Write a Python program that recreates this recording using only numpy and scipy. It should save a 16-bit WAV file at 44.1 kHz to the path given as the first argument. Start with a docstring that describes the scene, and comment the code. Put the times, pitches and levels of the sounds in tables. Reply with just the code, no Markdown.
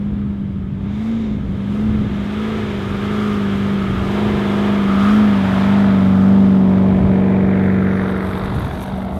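"""A V8 diesel four-wheel-drive labours up through soft dune sand, its revs surging as the tyres grip and slip.
First comes the fine clatter of its front, noise bursts timed by the firings, with a bright rasp at the crest.
It passes close by; then the tailpipe takes over, sine lines at multiples of the engine cycle and lopsided knocks.
Filtered noise hisses off the wheels as sand, and grains patter down behind the vehicle near the end.
Throughout, low noise in gusts is a breeze rumbling on the microphone."""
import sys
import numpy as np
from scipy.fft import rfft, irfft, next_fast_len
from scipy.io import wavfile
from scipy.ndimage import uniform_filter1d, map_coordinates

SR = 44100
rng = np.random.default_rng(int(sys.argv[2]) if len(sys.argv) > 2 else 0)


def materialize(psi):
    """Save the field psi as 16-bit PCM at rate SR to the path in sys.argv[1].

    A 1-D psi becomes a single channel; in a 2-D psi each row is a channel.
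    """
    bounded = np.clip(np.atleast_2d(psi).T, -1, 1)
    quanta = np.round(bounded * 32767).astype(np.int16)
    wavfile.write(sys.argv[1], SR, quanta)


N = 405271  # length in samples

CYLINDERS = 8  # firings in one engine cycle
# How much louder each sound gets, in dB for every Hz of surge
DRONE_DB_PER_HZ, ENGINE_DB_PER_HZ, SPRAY_DB_PER_HZ = 0.26, 0.1367, 0.1382

# Level of the exhaust drone at cruising revs. Each row: time in seconds, level in dB.
DRONE_LEVEL = [(0, -25), (1.2, -28), (1.9, -23.5), (2.65, -29.5), (3.45, -21.5), (3.75, -20.5), (4, -24),
               (4.65, -20.5), (5, -15.5), (5.5, -16.5), (6.35, -10.5), (7.3, -14.5), (7.8, -15),
               (8.25, -22.5), (8.7, -36.5), (8.95, -24.5), (9.19, -27.5)]
# Level of the drone's octave at cruising revs. Each row: time in seconds, level in dB.
OCTAVE_LEVEL = [(0, -60), (1.7, -57.5), (2.75, -37), (3.4, -34), (4.6, -40.5), (6.1, -40.5), (6.6, -30.5),
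                (7.8, -32.5), (9.19, -46.5)]
# The low throb carries best from beside and behind. Each row: time in seconds, level in dB.
THROB_LEVEL = [(0, -35.5), (2.6, -36), (3.4, -31), (4.1, -31.5), (5.1, -33), (5.7, -25.5), (7.8, -25.5),
               (9.19, -50)]
# Throb of the two banks. Each row: multiple of the engine cycle, relative level in dB.
THROB_LINES = [(3, -17.5), (4, 1), (5, -5), (6, -2.5)]
# Lines just above the throb. Each row: multiple of the engine cycle, level in dB against the drone's slow swell.
SIDEBAND_LINES = [(10, -12), (11, -15), (12, -21.5)]


def exhaust(firings, surge_hz, tail):
    """A strong drone at the firing rate and its octave swell with the revs, over throb, sidebands and burble."""
    drone_db = curves(DRONE_LEVEL)[0] + DRONE_DB_PER_HZ * surge_hz
    octave_db = curves(OCTAVE_LEVEL)[0] + DRONE_DB_PER_HZ * surge_hz
    drone = amp(drone_db + 0.15 * wobble(25)) * np.sqrt(2) * np.sin(2 * np.pi * firings)
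    octave = amp(octave_db) * np.sqrt(2) * np.sin(4 * np.pi * firings)
    throb = amp(curves(THROB_LEVEL)[0]) * orders(firings, THROB_LINES, rough=0.14)
    effort = uniform_filter1d(amp(drone_db), size=SR * 2 // 3)  # the drone's slow swell
    front_cut = amp(-5 * (1 - tail))  # sidebands are weaker from the front
    sidebands = effort * front_cut * orders(firings, SIDEBAND_LINES, rough=0.12)
    return drone + octave + throb + sidebands + pipe_burble(firings, surge_hz, tail)


# The tailpipe nears, turns to face the listener and recedes.
# Each row: time in seconds, burble in dB before a 2 dB cut, roar in dB at cruising throttle.
PIPE_LEVELS = [(0, -40.5, -50), (.65, -45.5, -51.5), (1.5, -36, -46), (2.2, -35.5, -42.5),
               (2.85, -31, -38.5), (3.4, -32.5, -38.5), (3.95, -30.5, -35), (4.2, -26.5, -31),
               (4.7, -26.5, -31.5), (5.1, -31, -32), (5.6, -29.5, -27), (6.5, -27, -31.5),
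               (7.3, -21.5, -27), (8.2, -25, -30), (8.8, -34.5, -32.5), (9.19, -33.5, -32.3)]
# Noise colour of the burble. Each row: frequency in Hz, relative level in dB.
BURBLE_COLOUR = [(140, -34.5), (230, -2), (302, -17), (349, -8), (560, -9.5), (730, -48), (1230, -120)]
# Burble lines heard from the front. Each row: multiple of the engine cycle, relative level in dB.
FRONT_BURBLE_LINES = [(13, -8.5), (14, -1), (15, -5.5), (17, -10.5), (18, -9), (21, -13.5)]
# Burble lines heard from the tail. Each row: multiple of the engine cycle, relative level in dB.
TAIL_BURBLE_LINES = [(13, -9), (14, -13), (15, -16.5), (17, -10.5), (18, -19.5), (19, -6), (20, -10.5),
                     (21, -13), (22, -21)]


def pipe_burble(firings, surge_hz, tail):
    """Gas puffs at each firing burble in the pipe; louder ones resolve into pitched lines."""
    burble_db = curves(PIPE_LEVELS)[0] + ENGINE_DB_PER_HZ * surge_hz
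    front_lines = orders(firings, FRONT_BURBLE_LINES, rough=0.18)
    tail_lines = orders(firings, TAIL_BURBLE_LINES, rough=0.16)
    lines = blend(front_lines, tail_lines, tail)
    puffs = coloured(bursts(firings, FRONT_CYLINDERS, decay=0.5, steady=0.5, repeat=0), BURBLE_COLOUR)
    clarity = np.interp(burble_db, [-37, -27], [.2, .95])  # faint burble blurs into noise
    return amp(burble_db - 2) * blend(puffs, lines, clarity)


# Reflection off the sand. Each row: time in seconds, lag in ms, strength 0-1.
GROUND_ECHO = [(0, .1, 0.24), (5.8, 0.25, 0), (6.6, 0.3, 0.26), (7.3, 0.39, 0.5), (7.85, 0.49, 0.47),
               (8.2, 0.54, 0.18), (8.6, 1.2, 0.08), (9.19, 1.5, 0.6)]


def machinery(firings, demand_hz, front_db, tail):
    """Gas roars in the pipe while each combustion knocks the block and rattles its covers; all follow the throttle."""
    low_bands = pipe_roar(firings, tail) + nasal_ring(firings, front_db) + clatter(firings, front_db)
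    mirrored = with_echo(low_bands, GROUND_ECHO)  # rough sand mirrors only the lower bands
    throttle = amp(ENGINE_DB_PER_HZ * demand_hz + .5 * wobble(7))
    return throttle * (mirrored + block_knock(firings, front_db))


# Noise colour of the roar. Each row: frequency in Hz, relative level in dB.
ROAR_COLOUR = [(290, -21.5), (500, -6), (534, -11), (611, 2.5), (775, -1.5), (865, -0.5), (1100, -2),
               (1430, -39.5), (2420, -120)]
# Growl within the roar. Each row: multiple of the engine cycle, relative level in dB.
GROWL_LINES = [(24, -2), (25, -7), (26, -7), (27, -9.5), (28, -14), (29, -9.5), (31, -14), (36, -9.5),
               (37, -12.5), (42, -10)]
# How pitched the roar is. Each row: time in seconds, share that is growl 0-1.
GROWL_SHARE = [(0, 0.33), (4.8, 0.19), (5.8, 0.45), (7.5, 0.47), (8.6, 0), (9.19, 0.06)]


def pipe_roar(firings, tail):
    """Gas pulses roar as noise bursts, mixed with a pitched growl of engine-cycle multiples."""
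    gas = blend(from_front(firings, ROAR_COLOUR), from_tail(firings, ROAR_COLOUR), tail ** 3)
    growl = unit(orders(firings, GROWL_LINES, rough=0.27))
    return amp(curves(PIPE_LEVELS)[1]) * blend(gas, growl, curves(GROWL_SHARE)[0])


# Engine bay at the closest point, in dB before shading, at cruising throttle
NASAL_DB, CLATTER_DB, BLOCK_DB = -35.5, -34.5, -38.5
# Knocking heard from behind, at cruising throttle.
# Each row: time in seconds, rattle and nasal level in dB, high ring in dB.
REAR_LEVELS = [(0, -75, -81.5), (4.4, -50, -68), (5.5, -36, -45.5), (6.65, -40, -56), (7.4, -35.5, -56),
               (7.9, -33, -50.5), (8.4, -36.5, -45), (8.8, -41.5, -46), (9.19, -48, -55.5)]
# The nasal resonance. Each row: frequency in Hz, relative level in dB.
NASAL_COLOUR = [(500, -100), (900, -26), (1100, -6), (1220, 3), (1330, 0.5), (1500, -8.5), (1800, -26),
                (3500, -110)]
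# The nasal resonance swells from the front. Each row: time in seconds, rise in dB, half length in seconds.
NASAL_SWELLS = [(3.22, 5.5, 0.29), (3.87, 5, 0.17), (5.05, 8.5, 0.25), (6.22, 7.5, .3)]


def nasal_ring(firings, front_db):
    """Combustion excites a nasal resonance, in uneven swells from the front and steadier from behind."""
    ahead_db = front_db + NASAL_DB + swells(NASAL_SWELLS) + 0.79 * wobble(12)
    ahead = amp(ahead_db) * from_front(firings, NASAL_COLOUR)
    behind = amp(curves(REAR_LEVELS)[0]) * from_tail(firings, NASAL_COLOUR)
    return ahead + behind


# Clatter colour from the front. Each row: frequency in Hz, relative level in dB.
FRONT_CLATTER_COLOUR = [(850, -30.5), (1450, -3), (1710, 1), (1910, -4.5), (2100, -1), (2590, -7.5),
                        (2800, -16), (3640, -40), (6160, -120)]
# Clatter colour from the tail. Each row: frequency in Hz, relative level in dB.
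TAIL_CLATTER_COLOUR = [(850, -25), (1450, 0), (1730, -1), (2090, -6), (2330, -8.5), (2800, -24),
                       (3640, -48.5), (6160, -120)]


def clatter(firings, front_db):
    """Each combustion rattles the engine's covers."""
    ahead = amp(front_db + CLATTER_DB) * from_front(firings, FRONT_CLATTER_COLOUR)
    behind = amp(curves(REAR_LEVELS)[0]) * from_tail(firings, TAIL_CLATTER_COLOUR)
    return ahead + behind


# High ring of the block from the front. Each row: frequency in Hz, relative level in dB.
FRONT_BLOCK_COLOUR = [(1530, -29), (2600, -2), (3210, 2), (3670, -2), (4210, -10), (5600, -36.5),
                      (7280, -48), (12300, -120)]
# High ring of the block from the tail. Each row: frequency in Hz, relative level in dB.
TAIL_BLOCK_COLOUR = [(1530, -35.5), (2600, -3), (3050, -5.5), (3400, -0.5), (3700, 2.5), (4100, -7),
                     (4700, -11), (5600, -23.5), (7300, -50.5), (12000, -120)]


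def block_knock(firings, front_db):
    """Each combustion knocks the block into a high ring."""
    ahead = amp(front_db + BLOCK_DB) * from_front(firings, FRONT_BLOCK_COLOUR)
    behind = amp(curves(REAR_LEVELS)[1]) * from_tail(firings, TAIL_BLOCK_COLOUR)
    return ahead + behind


# Nearly even firing strengths from the engine bay. Each entry: one firing in turn, strength in dB.
FRONT_CYLINDERS = [0.92, -0.64, .5, -1, .5, 1, -0.083, -.5]


def from_front(firings, colour):
    """Fine, even clatter from the engine bay."""
    return coloured(bursts(firings, FRONT_CYLINDERS, decay=0.28, steady=2.9, repeat=0.1), colour)


# Uneven firing strengths from the tail, two of them hard. Each entry: one firing in turn, strength in dB.
TAIL_CYLINDERS = [-3, 0, 5.2, -2, -3, 0, 6.2, -1.5]


def from_tail(firings, colour):
    """A lopsided knock from the tail."""
    return coloured(bursts(firings, TAIL_CYLINDERS, decay=0.75, steady=0.22, repeat=0.22), colour)


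# Single hard knocks. Each row: start in seconds, peak of the envelope in dB before a 3 dB cut.
KNOCK_TIMES = [(6.782, -21.5), (6.911, -24), (8.092, -19.5), (8.999, -28), (9.02, -24.5), (9.082, -25)]
# Ring of a knock. Each row: frequency in Hz, relative level in dB.
KNOCK_COLOUR = [(200, -73), (500, -3), (800, 3.5), (1800, -2.5), (2800, -14.5), (3700, -15.5), (5000, -38),
                (12000, -71)]


def hard_knocks():
    """Single impacts as the vehicle draws away, each a short ringing burst."""
    return taps(KNOCK_TIMES, KNOCK_COLOUR, t60=.025, gain_db=-3)


# The revs flare each time the tyres slip.
# Each row: time in seconds, rise of the firing rate in Hz, half length in seconds.
SURGES = [(.15, 13.9, .38), (1.138, 36.5, .22), (1.88, 24.6, .23), (2.5, 27, .27), (3.21, 19.4, .26),
          (3.69, 9.4, .18), (4.242, 17, .17), (4.655, 14.2, .26), (5.189, 21.8, .16), (5.78, 10, .17),
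          (6.376, 5.6, .15), (7.367, 1.29, 0.3), (9.098, 1.21, .4)]
CRUISE_HZ = 190  # firing rate between surges
THROTTLE_LEAD_S = 0.093  # the throttle opens this long before the revs follow


def revs():
    """Running count of firings, the surge of the revs and the earlier surge that the throttle calls for."""
    surge_hz = swells(SURGES)
    demand_hz = swells([(s - THROTTLE_LEAD_S, rise, half) for s, rise, half in SURGES])
    firings = np.cumsum(CRUISE_HZ + surge_hz) / SR
    return firings, surge_hz, demand_hz


# A dune crest hides the engine bay at first, the vehicle's own body afterwards.
# Each row: time in seconds, shading in dB.
SHADING = [(0, -9), (.8, -11.5), (2.7, 0), (5.6, -1), (6.6, -8.5), (9.19, -9.5)]
# The front of the vehicle passes the listener: time, distance and speed
PASS_S, CLOSEST_M, SPEED_M_PER_S = 5.15, 4.12, 2.3


def approach():
    """Level of the front in dB against its unshaded closest point: spreading with distance, and shading."""
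    distance_m = np.hypot(CLOSEST_M, SPEED_M_PER_S * (np.arange(N) / SR - PASS_S))
    return 20 * np.log10(CLOSEST_M / distance_m) + curves(SHADING)[0]


# The tyres' hiss turns hollow as the vehicle draws away.
# Each row: time in seconds, echo lag in ms, signed strength.
HOLLOW_ECHO = [(0, 0.089, 0.1), (6.801, 0.14, -0.13), (7.55, 0.19, -0.021), (7.95, .255, -0.54),
               (8.35, .31, -0.2), (8.8, 0.4, -0.11), (9.19, .5, -0.14)]


def sand(demand_hz, front_db):
    """Spray, rasp and patter mix with a short echo; nearby ticks stay dry."""
    airborne = tyre_spray(demand_hz, front_db) + wheel_rasp() + sand_patter()
    return with_echo(airborne, HOLLOW_ECHO) + sand_ticks()


# Colour of the spray. Each row: frequency in Hz, relative level in dB.
SPRAY_COLOUR = [(2820, -27), (4800, -1.5), (5350, -5), (12500, -17), (15600, -21)]
# A wheel digs in and throws extra sand. Each row: time in seconds, rise in dB, half length in seconds.
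THROWS = [(1.06, 4, .12), (1.76, 3, .06), (3.28, 2.5, 0.14), (5.1, 2, 0.13), (5.55, 1.5, 0.12),
          (6.5, 3.5, 0.67)]
SPRAY_DB = -50  # at the closest point before shading, at cruising throttle


def tyre_spray(demand_hz, front_db):
    """The tyres throw a fine hiss of noise and equal grains, more as they spin."""
    spray_db = SPRAY_DB + front_db + SPRAY_DB_PER_HZ * demand_hz + swells(THROWS)
    specks = unit(grains(per_second=3000, spread_db=0.0))
    hiss = coloured(rng.standard_normal(N) + 0.73 * specks, SPRAY_COLOUR)
    return amp(spray_db + 0.48 * wobble(30)) * hiss


# Level of the rasp. Each row: time in seconds, level in dB.
RASP_LEVEL = [(.6, -76), (.95, -49.5), (1.25, -46.5), (1.45, -58), (1.7, -56), (2.7, -46), (3.3, -58),
              (4, -100)]
# Its two resonances. Each row: frequency in Hz, relative level in dB.
RASP_COLOUR = [(1500, -35.5), (2000, -4), (2150, 2.5), (2450, -9.5), (3100, -12.5), (3650, -1.5),
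               (3950, -10.5), (4400, -17.5), (7000, -21), (12000, -59)]


def wheel_rasp():
    """A bright rasp of resonant noise as the vehicle charges the crest with its wheels spinning."""
    return amp(curves(RASP_LEVEL)[0]) * coloured(rng.standard_normal(N), RASP_COLOUR)


# Thrown sand comes down around the listener. Each row: time in seconds, patter in dB.
SANDFALL_LEVEL = [(0, -100), (5.5, -78.5), (7.4, -68.5), (7.85, -62.5), (8.3, -55.5), (8.8, -56.5),
                  (8.95, -60.5), (9.19, -62.5)]
# Clumps within that fall. Each row: time in seconds, rise in dB, half length in seconds.
CLUMPS = [(8.44, 3.5, .03), (8.56, 3.5, .02), (8.66, 4.5, .015), (8.82, 7.5, 0.044), (9.17, 7, 0.033)]
# Colour of the patter. Each row: frequency in Hz, relative level in dB.
PATTER_COLOUR = [(2820, -35), (4800, -2.5), (5120, -11.5), (5650, -0.5), (6300, -0.5), (7360, -5.5),
                 (8170, -1), (10400, -0.5), (11600, 3.5), (12200, -3.5), (12700, -10.5), (14500, -4.5),
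                 (15600, -16)]


def sand_patter():
    """Once the wheels have passed, falling grains of uneven size patter down over a bed of noise."""
    patter_db = curves(SANDFALL_LEVEL)[0] + swells(CLUMPS)
    falling = unit(grains(per_second=1100, spread_db=3))
    patter = coloured(rng.standard_normal(N) + 2 * falling, PATTER_COLOUR)
    return amp(patter_db + 1.2 * wobble(35)) * patter


# Larger grains landing close by. Each row: start in seconds, peak of the envelope in dB before a 7 dB cut.
TICK_TIMES = [(8.1141, -41.5), (8.2582, -42), (8.3301, -42.5), (8.3855, -43), (8.558, -43), (8.5975, -34),
              (8.6648, -47.5), (8.7501, -51.5), (8.7661, -46), (8.807, -37), (8.8309, -30), (8.8898, -45.5)]
# Ring of a tick. Each row: frequency in Hz, relative level in dB.
TICK_COLOUR = [(1200, -86), (3000, -24), (3700, 0.5), (4600, -12), (7500, -26), (9300, -18), (10300, -8),
               (11700, 6), (12900, -11.5), (14300, -13.5), (15700, -20)]


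def sand_ticks():
    """Larger grains land close by, each a tiny bright burst."""
    return taps(TICK_TIMES, TICK_COLOUR, t60=.022, gain_db=-7)


# Colour of the rumble. Each row: frequency in Hz, relative level in dB.
BUFFET_COLOUR = [(12, -34.5), (25, -20), (42, -12), (72, -3.5), (110, -6), (160, -8), (250, -13.5),
                 (400, -24.5), (900, -72), (3000, -120)]
# Gusts. Each row: time in seconds, rise in dB, half length in seconds.
GUSTS = [(.22, 6.5, 0.47), (.82, 5, 0.22), (1.4, 8, .22), (1.96, 11.5, 0.26), (2.8, 4.5, 0.22),
         (3.95, 8.5, 0.29), (4.33, 5.5, 0.1), (4.88, 6, 0.18), (7.02, 12.5, 0.12), (7.4, 4.5, 0.089),
         (8.58, 9.5, 0.26), (9.17, 7, .15)]
BREEZE_DB = -31  # between gusts


def wind():
    """A breeze buffets the microphone in lumps of low noise, harder in the gusts."""
    rumble = coloured(rng.standard_normal(N), BUFFET_COLOUR)
    lumps = unit(amp(1.4 * wobble(14)) * rumble)
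    return amp(BREEZE_DB + swells(GUSTS)) * lumps


def bursts(firings, cylinders, decay, steady, repeat):
    """Noise flares at each firing and decays by 1/e in the share decay of its period; a share repeats every cycle."""
    index = firings.astype(int)
    scatter_db = .9 * rng.standard_normal(index[-1] + 1)  # no two firings are equally strong
    size = amp(np.take(cylinders, index % len(cylinders)) + scatter_db[index])
    signature = rng.standard_normal(SR // 24)  # one cycle of noise
    place = firings / len(cylinders) % 1 * len(signature)
    recurring = map_coordinates(signature, [place], mode="grid-wrap")
    flare = size * np.exp(-(firings % 1) / decay)
    return blend(rng.standard_normal(N), recurring, repeat) * (steady + flare)


def orders(firings, table, rough):
    """Uneven firing makes lines at multiples of the engine cycle; each flutters by itself in level and phase."""
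    cycle = firings / CYLINDERS
    out, knots = np.zeros(N), np.linspace(0, N, 90)
    for multiple, db in table:
        flutter = rough * rng.standard_normal((2, len(knots)))
        gain, slip = [np.interp(np.arange(N), knots, row) for row in flutter]
        out += amp(db) * (1 + gain) * np.sin(2 * np.pi * (multiple * cycle + rng.random()) + slip)
    return np.sqrt(2) * out


def taps(table, ring, t60, gain_db):
    """Short impacts: each is a burst of noise, dying by 60 dB in t60 seconds, in the struck thing's colour."""
    envelope, t = np.zeros(N + SR), np.arange(SR // 20) / SR
    for s, db in table:
        envelope[round(s * SR):][:len(t)] += amp(db + gain_db - 60 * t / t60)
    hits = envelope[:N] * rng.standard_normal(N)
    return np.std(hits) * coloured(hits, ring)


def grains(per_second, spread_db):
    """Sparse impacts of either sign; a spread above zero makes a few of them large."""
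    landed = rng.random(N) < per_second / SR
    size = amp(spread_db * np.minimum(rng.exponential(size=N), 5))
    return landed * rng.choice([-1, 1], N) * size


def with_echo(x, path):
    """Adding a delayed copy cuts notches in the sound, which sweep down as the lag grows."""
    lag_ms, strength = curves(path)
    copy = map_coordinates(x, [np.arange(N) - lag_ms * SR / 1000], mode="nearest")
    return (x + strength * copy) / np.sqrt(1 + strength ** 2)


def swells(rows):
    """A sum of bell-shaped rises, each falling to 1/e at its half length."""
    t = np.arange(N) / SR
    return sum(height * np.exp(-((t - s) / half) ** 2) for s, height, half in rows)


def curves(rows):
    """One value per sample for each column after the time."""
    s, *cols = np.transpose(rows)
    return [np.interp(np.arange(N) / SR, s, c) for c in cols]


def wobble(rate):
    """A smooth random curve, rate knots a second."""
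    knots = rng.standard_normal(int(N * rate / SR) + 4)
    return map_coordinates(knots, [np.arange(N) * rate / SR], mode="nearest")


def blend(first, second, share):
    """Equal-power mix with the given share of the second sound."""
    share = np.clip(share, 0, 1)
    return np.sqrt(1 - share) * first + np.sqrt(share) * second


def coloured(x, spectrum):
    """x shaped by (Hz, dB) points, at rms 1."""
    f, db = np.transpose(spectrum)
    return unit(filtered(x, lambda hz: amp(np.interp(np.log(hz + 1), np.log(f + 1), db))))


def filtered(x, response):
    """x times a response of frequency."""
    m = next_fast_len(N + SR // 2)
    return irfft(rfft(x, m) * response(np.fft.rfftfreq(m, 1 / SR)), m)[:N]


def amp(db):
    """Decibels to gain."""
    return 10 ** (np.asarray(db) / 20)


def unit(x):
    """Scale to rms 1."""
    return x / np.sqrt(np.mean(x ** 2) + 1e-20)


# The listener hears more of the tail as the vehicle passes.
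# Each row: time in seconds, share of the sound that comes from the tail 0-1.
TAIL_SHARE = [(0, 0), (4.6, 0.25), (5.6, 0.54), (6.6, 0.84), (9.19, 0.91)]


def scene():
    """One crankshaft times the engine's firings; throttle, revs and the vehicle's approach set the levels."""
    firings, surge_hz, demand_hz = revs()
    front_db = approach()
    tail = curves(TAIL_SHARE)[0]
    engine = exhaust(firings, surge_hz, tail) + machinery(firings, demand_hz, front_db, tail)
    return (engine + hard_knocks() + sand(demand_hz, front_db) + wind())[None]


def record(dry):
    """The recorder rounds off the highest peaks and keeps nothing above its band limit."""
    ceiling, hardness, top_hz = .58, 10, 15720
    rounded = dry[0] / (1 + np.abs(dry[0] / ceiling) ** hardness) ** (1 / hardness)
    return filtered(rounded, lambda hz: hz < top_hz)[None]


dry = scene()
out = record(dry)
materialize(out)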